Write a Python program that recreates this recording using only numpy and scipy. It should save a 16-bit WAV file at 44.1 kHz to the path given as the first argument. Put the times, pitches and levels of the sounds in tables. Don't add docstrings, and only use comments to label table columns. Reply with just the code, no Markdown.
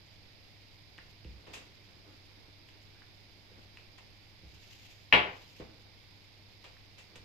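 import sys
import numpy as np
from scipy import signal
from scipy.fft import rfft, irfft, next_fast_len
from scipy.io import wavfile

SR = 44100
rng = np.random.default_rng(int(sys.argv[2]) if len(sys.argv) > 2 else 0)


def output_pcm(signal):
    pcm = np.clip(np.atleast_2d(signal).T, -1, 1) * 32767
    wavfile.write(sys.argv[1], SR, np.round(pcm).astype(np.int16))


N = 319284
TIME = np.arange(N) / SR


# t/s, relative level/dB
KNOCK_HITS = [(5.1252, -16), (5.1262, 1), (5.1376, -11)]
# f/Hz, relative level/dB, left minus right/dB
KNOCK_COLOUR = [(35, -36, -0.5), (65, -23.5, 2), (140, -21, -2), (282, -14.5, -4.5), (405, -5, -2.5),
                (653, -5, 3.5), (1290, -8.5, 1.5), (1900, -3.5, 3.5), (2300, -2, 3.5), (3100, -3.5, 4.5),
                (3920, -13.5, 2), (5140, -25, -4), (6980, -42, -1), (14000, -52.5, -2.5)]

def knock(room, crack_db, wet_db, clack_db, clack_hz, clack_s, clack_wet_db, left_db):
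    t, crack, clack = TIME[:SR // 20], np.zeros((2, N)), np.zeros(N)
    spectra = [[(hz, db + side * left / 2) for hz, db, left in KNOCK_COLOUR] for side in (1, -1)]
    snap = np.array([impact(spectrum) for spectrum in spectra])
    swell = (t / clack_s) ** 2 * np.exp(2 - 2 * t / clack_s)
    burst = swell * np.sin(2 * np.pi * clack_hz * t)
    for s, db in KNOCK_HITS:
        add(crack, s, from_db(crack_db + db) * snap / np.linalg.norm(snap))
        add(clack, s, from_db(clack_db + db) * burst)
    return in_room(crack, room, wet_db) + pan(left_db) * in_room(clack, room, clack_wet_db)


# f/Hz, relative level/dB, left minus right/dB
KNOCK_MODES = [(71, -13, 5), (121, -13, 1), (181, -12, -3), (266, -10, -3), (331, -13, -3), (398, -8, 0),
               (488, -10, -5), (602, -8, 7), (715, -5, 0), (814, -8, -2), (858, -5, 5), (983, -5, 9),
               (1033, -7, -2), (1129, -4, -4), (1413, -5, 1), (1472, -5, 2), (1736, -6, -1), (2127, 0, 1),
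               (2172, -3, 9), (2289, 0, 9), (2335, -4, 8), (2455, -4, 7), (2538, -3, 6), (2632, -5, 9),
               (2715, 0, 2), (2816, -4, 9), (2874, -5, 9), (3155, -5, 3), (3324, -6, 9), (6045, -31, -2),
               (7332, -34, -1), (7763, -35, 0), (8500, -37, -3), (8985, -35, -1)]

def ringing(ring_db, t60_ratio, right_lead_s):
    t, out = TIME[:SR], np.zeros((2, N))
    blow_s = KNOCK_HITS[1][0]
    onset = 1 - np.exp(-t / 0.0026)
    for (hz, db, left_db), (phase, slant) in zip(KNOCK_MODES, rng.random((len(KNOCK_MODES), 2))):
        lead = np.array([[0], [right_lead_s * (1 - .5 * slant ** 2)]])
        t60 = t60_ratio * at_hz(ROOM_T60, hz)
        fade = from_db(ring_db + db - 60 * t / t60)
        tone = np.sin(2 * np.pi * (hz * (t + lead) + phase))
        add(out, blow_s, pan(left_db) * fade * onset * tone)
    return out


# t/s, level/dB, f/Hz
TICKS = [(0.9812, -36, 2830), (0.9868, -35.5, 1810), (1.247, -41, 2780), (2.6885, -41, 3020),
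         (3.020, -44, 1630), (3.7724, -34.5, 2580), (6.642, -39, 3600), (6.768, -48, 1700),
         (7.1575, -38.5, 3300)]

def ticks(t60_cycles):
    return taps([(s, db, hz, t60_cycles / hz) for s, db, hz in TICKS], contact_cycles=0.047)


# t/s, level/dB, hardness/(dB per octave)
BUMPS = [(0.981, -53, -1), (1.247, -39.5, -3.5), (1.320, -55.5, -9), (1.478, -46.5, 3.5), (3.515, -52, 0.5),
         (4.430, -47, -3.5), (4.530, -55, -4.5), (5.597, -38.5, 3), (7.157, -50, 2)]
# f/Hz, relative level/dB, t60/s
LOW_MODES = [(62, -4.5, .17), (146.2, 1, 0.051), (314, 1, .04), (491, -4, 0.042)]

def low_bumps(pivot_hz, lag_cycles):
    rings = []
    for s, db, hardness in BUMPS:
        for hz, mode_db, t60 in LOW_MODES:
            start = s + lag_cycles / hz
            rings.append((start, db + mode_db + hardness * np.log2(hz / pivot_hz), hz, t60))
    return taps(rings, contact_cycles=.4)


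# t/s, level/dB, fade/s, brightness/(dB per octave)
SCUFFS = [(1.468, -51, 0.042, -2.5), (1.535, -42.5, 0.035, 3), (1.568, -50, 0.022, -4.5),
          (2.688, -47.5, .004, 1), (3.980, -50.5, 0.018, -0.5), (5.600, -47, 0.033, -4.5),
          (6.642, -49.5, 0.033, -1), (6.982, -51, 0.029, 2.5), (7.157, -46.5, 0.012, 3)]
# f/Hz, relative level/dB
SCUFF_COLOUR = [(100, -23), (400, -2), (900, -1.5), (1400, -7), (2700, -0.5), (3400, -3.5), (4200, -11),
                (7000, -15), (10000, -29.5), (14000, -33)]

def scuffs(grain_db, catch_db, catches_per_s, rise_s):
    t, out = TIME[:SR // 3], np.zeros((2, N))
    for s, db, fade_s, tilt_db in SCUFFS:
        catching = catch_db * wander(catches_per_s, len(t))
        grains = diffuse(len(t)) * from_db(grain_db * rng.standard_normal(len(t)) + catching)
        stroke = from_db(db) * np.minimum(t / rise_s, 1) * np.exp(-t / fade_s)
        add(out, s - rise_s / 2, stroke * colour(grains, SCUFF_COLOUR, tilt_db))
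    return out


# t/s, level/dB, settling/s
BODY_SHIFTS = [(1.49, -60, .22), (1.9, -65.5, 1.2), (3.53, -63, .35), (5.7, -64, .25), (7.18, -63, .3)]
# f/Hz, relative level/dB
FUR_COLOUR = [(100, -10.5), (320, 0.5), (800, -11.5), (1500, -10), (2700, -27), (5000, -26), (14000, -52)]

def fur_rustle(rise_s, rest_db):
    moves = [from_db(db) * np.exp(np.minimum((TIME - s) / rise_s, (s - TIME) / settle_s))
             for s, db, settle_s in BODY_SHIFTS]
    return rubbing(moves, rest_db, FUR_COLOUR, uneven_db=3, slips_per_s=37)


# t/s at greatest speed, level/dB, length/s
ARM_STROKES = [(4.77, -59, .68), (5.43, -61, 0.57)]
# f/Hz, relative level/dB
SKIN_COLOUR = [(300, -29), (1400, -6), (2700, 10.5), (4500, 2), (7000, 0), (9000, -18.5), (14000, -6)]

def arm_slide(rest_db):
    moves = [from_db(db) * np.cos(np.pi * np.clip((TIME - s) / length_s, -.5, .5))
             for s, db, length_s in ARM_STROKES]
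    return rubbing(moves, rest_db, SKIN_COLOUR, uneven_db=3, slips_per_s=90)


# t/s, length/s, level/dB, first f/Hz, last f/Hz
SQUEAK = (2.94, 0.05, -65.5, 1379.5, 1721)

def squeak(waver_hz, wavers_per_s):
    s, length_s, db, first_hz, last_hz = SQUEAK
    along = np.clip((TIME - s) / length_s, 0, 1)
    hz = first_hz + (last_hz - first_hz) * along + waver_hz * wander(wavers_per_s)
    return from_db(db) * np.sin(np.pi * along) * np.sin(2 * np.pi * np.cumsum(hz) / SR)


# f/Hz, relative level/dB
ROOM_TONE = [(20, 17), (60, 14), (110, 16), (200, 6), (450, 2.5), (850, 1.5), (1300, -5), (1700, -2),
             (2250, 5.5), (3100, -4), (4200, -12.5), (6500, -27), (8300, -23), (14000, -17.5)]
# f/Hz, relative level/dB
RIGHT_HISS = [(1500, -38), (3000, 1.5), (3600, 6.5), (4500, 5.5), (4950, 9.5), (5600, -2.5), (7000, -18.5),
              (9000, -65)]
# f/Hz, relative level/dB
MAINS_HUM = [(99, -61), (199, -76), (299, -76)]

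def background(air_db, air_left_db, hiss_db, hum_db, waver_rad):
    air = from_db(air_db) * pan(air_left_db) * colour(diffuse(N), ROOM_TONE)
    air[1] += from_db(hiss_db) * colour(rng.standard_normal(N), RIGHT_HISS)
    waver = waver_rad * wander(per_s=4)
    hum = sum(from_db(db + hum_db) * np.sin(2 * np.pi * hz * TIME + waver) for hz, db in MAINS_HUM)
    return air + np.sqrt(2) * hum


# f/Hz, t60/s
ROOM_T60 = [(60, 0.52), (300, 0.48), (800, 0.44), (1400, 0.43), (2700, 0.34), (5000, .34), (12000, 0.22)]

def room_response():
    t, hz = TIME[:SR], np.maximum(np.fft.rfftfreq(SR, 1 / SR), 1)
    echoes, tail = rfft(diffuse(SR)), 0
    for centre in 2. ** np.arange(5, 15):
        band = irfft(echoes * np.maximum(0, 1 - abs(np.log2(hz / centre))), SR)
        tail = tail + band * from_db(-60 * t / at_hz(ROOM_T60, centre))
    onset = 1 - np.exp(-t / 0.00068)
    return unit_rms(tail * onset) / np.sqrt(SR)


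# f/Hz, correlation
MIC_LIKENESS = [(30, 0.24), (110, 0.27), (290, 0.62), (620, 0.38), (1300, -0.064), (2600, 0.2),
                (6000, 0.14), (14000, -0.049)]

def diffuse(count):
    size = next_fast_len(count)
    mid, side = rfft(rng.standard_normal((2, size)))
    alike = np.clip(at_hz(MIC_LIKENESS, np.fft.rfftfreq(size, 1 / SR)), -.99, .99)
    pair = np.sqrt(1 + alike) * mid + np.sqrt(1 - alike) * side * [[1], [-1]]
    return unit_rms(irfft(pair, size)[:, :count])


def in_room(x, room, wet_db):
    return x + from_db(wet_db) * signal.fftconvolve(np.atleast_2d(x), room, axes=1)[:, :N]


def impact(spectrum, size=4096):
    gain = from_db(at_hz(spectrum, np.fft.rfftfreq(size, 1 / SR)))
    cepstrum = irfft(np.log(gain))
    folded = np.r_[cepstrum[0], 2 * cepstrum[1:size // 2]]
    return irfft(np.exp(rfft(folded, size)))


def taps(rings, contact_cycles):
    t, out = TIME[:SR // 2], np.zeros(N)
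    for s, db, hz, t60 in rings:
        onset = 1 - np.exp(-t * hz / contact_cycles)
        fade = from_db(db - 60 * t / t60)
        add(out, s, fade * onset * np.sin(2 * np.pi * hz * t))
    return out


def rubbing(moves, rest_db, spectrum, uneven_db, slips_per_s):
    effort = np.sqrt(from_db(rest_db) ** 2 + sum(move ** 2 for move in moves))
    grip = from_db(uneven_db * wander(slips_per_s))
    return effort * colour(diffuse(N) * grip, spectrum)


def colour(x, spectrum, tilt_db=0):
    size = next_fast_len(x.shape[-1])
    hz = np.maximum(np.fft.rfftfreq(size, 1 / SR), 1)
    gain = from_db(at_hz(spectrum, hz) + tilt_db * np.log2(hz / 2000))
    return unit_rms(irfft(rfft(x, size) * gain, size)[..., :x.shape[-1]])


def wander(per_s, count=N):
    return np.interp(TIME[:count] * per_s, np.arange(count), rng.standard_normal(count))


def at_hz(points, hz):
    table = np.array(points)
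    return np.interp(np.log(np.maximum(hz, 1)), np.log(table[:, 0]), table[:, 1])


def from_db(db):
    return 10 ** (np.asarray(db) / 20)


def unit_rms(x):
    return x / np.sqrt(np.mean(x ** 2) + 1e-20)


def pan(left_db):
    return from_db([[left_db / 2], [-left_db / 2]])


def add(track, s, sound):
    start = int(s * SR)
    track[..., start:start + sound.shape[-1]] += sound[..., :N - start]


def scene():
    room = room_response()
    clippers = knock(room, crack_db=3.5, wet_db=10,
                     clack_db=-8.7, clack_hz=2490, clack_s=0.00066, clack_wet_db=-13.5, left_db=8)
    ring = ringing(ring_db=-25, t60_ratio=0.88, right_lead_s=.00039)
    claws = in_room(ticks(t60_cycles=10.8), room, wet_db=-1.5)
    bumps = in_room(low_bumps(pivot_hz=200, lag_cycles=0.79), room, wet_db=-3.5)
    scrapes = in_room(scuffs(grain_db=4, catch_db=-0.5, catches_per_s=359, rise_s=.006), room, wet_db=-5.5)
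    fur = fur_rustle(rise_s=0.087, rest_db=-75.5)
    arm = arm_slide(rest_db=-71)
    steady = background(air_db=-59.5, air_left_db=-0.4, hiss_db=-59.5, hum_db=-3, waver_rad=0.35)
    chirp = in_room(squeak(waver_hz=140.3, wavers_per_s=700), room, wet_db=-4)
    return clippers + ring + claws + bumps + scrapes + fur + arm + chirp + steady


def record(dry):
    return signal.sosfilt(signal.ellip(10, .1, 70, 14400, fs=SR, output="sos"), dry)


dry = scene()
out = record(dry)
output_pcm(out)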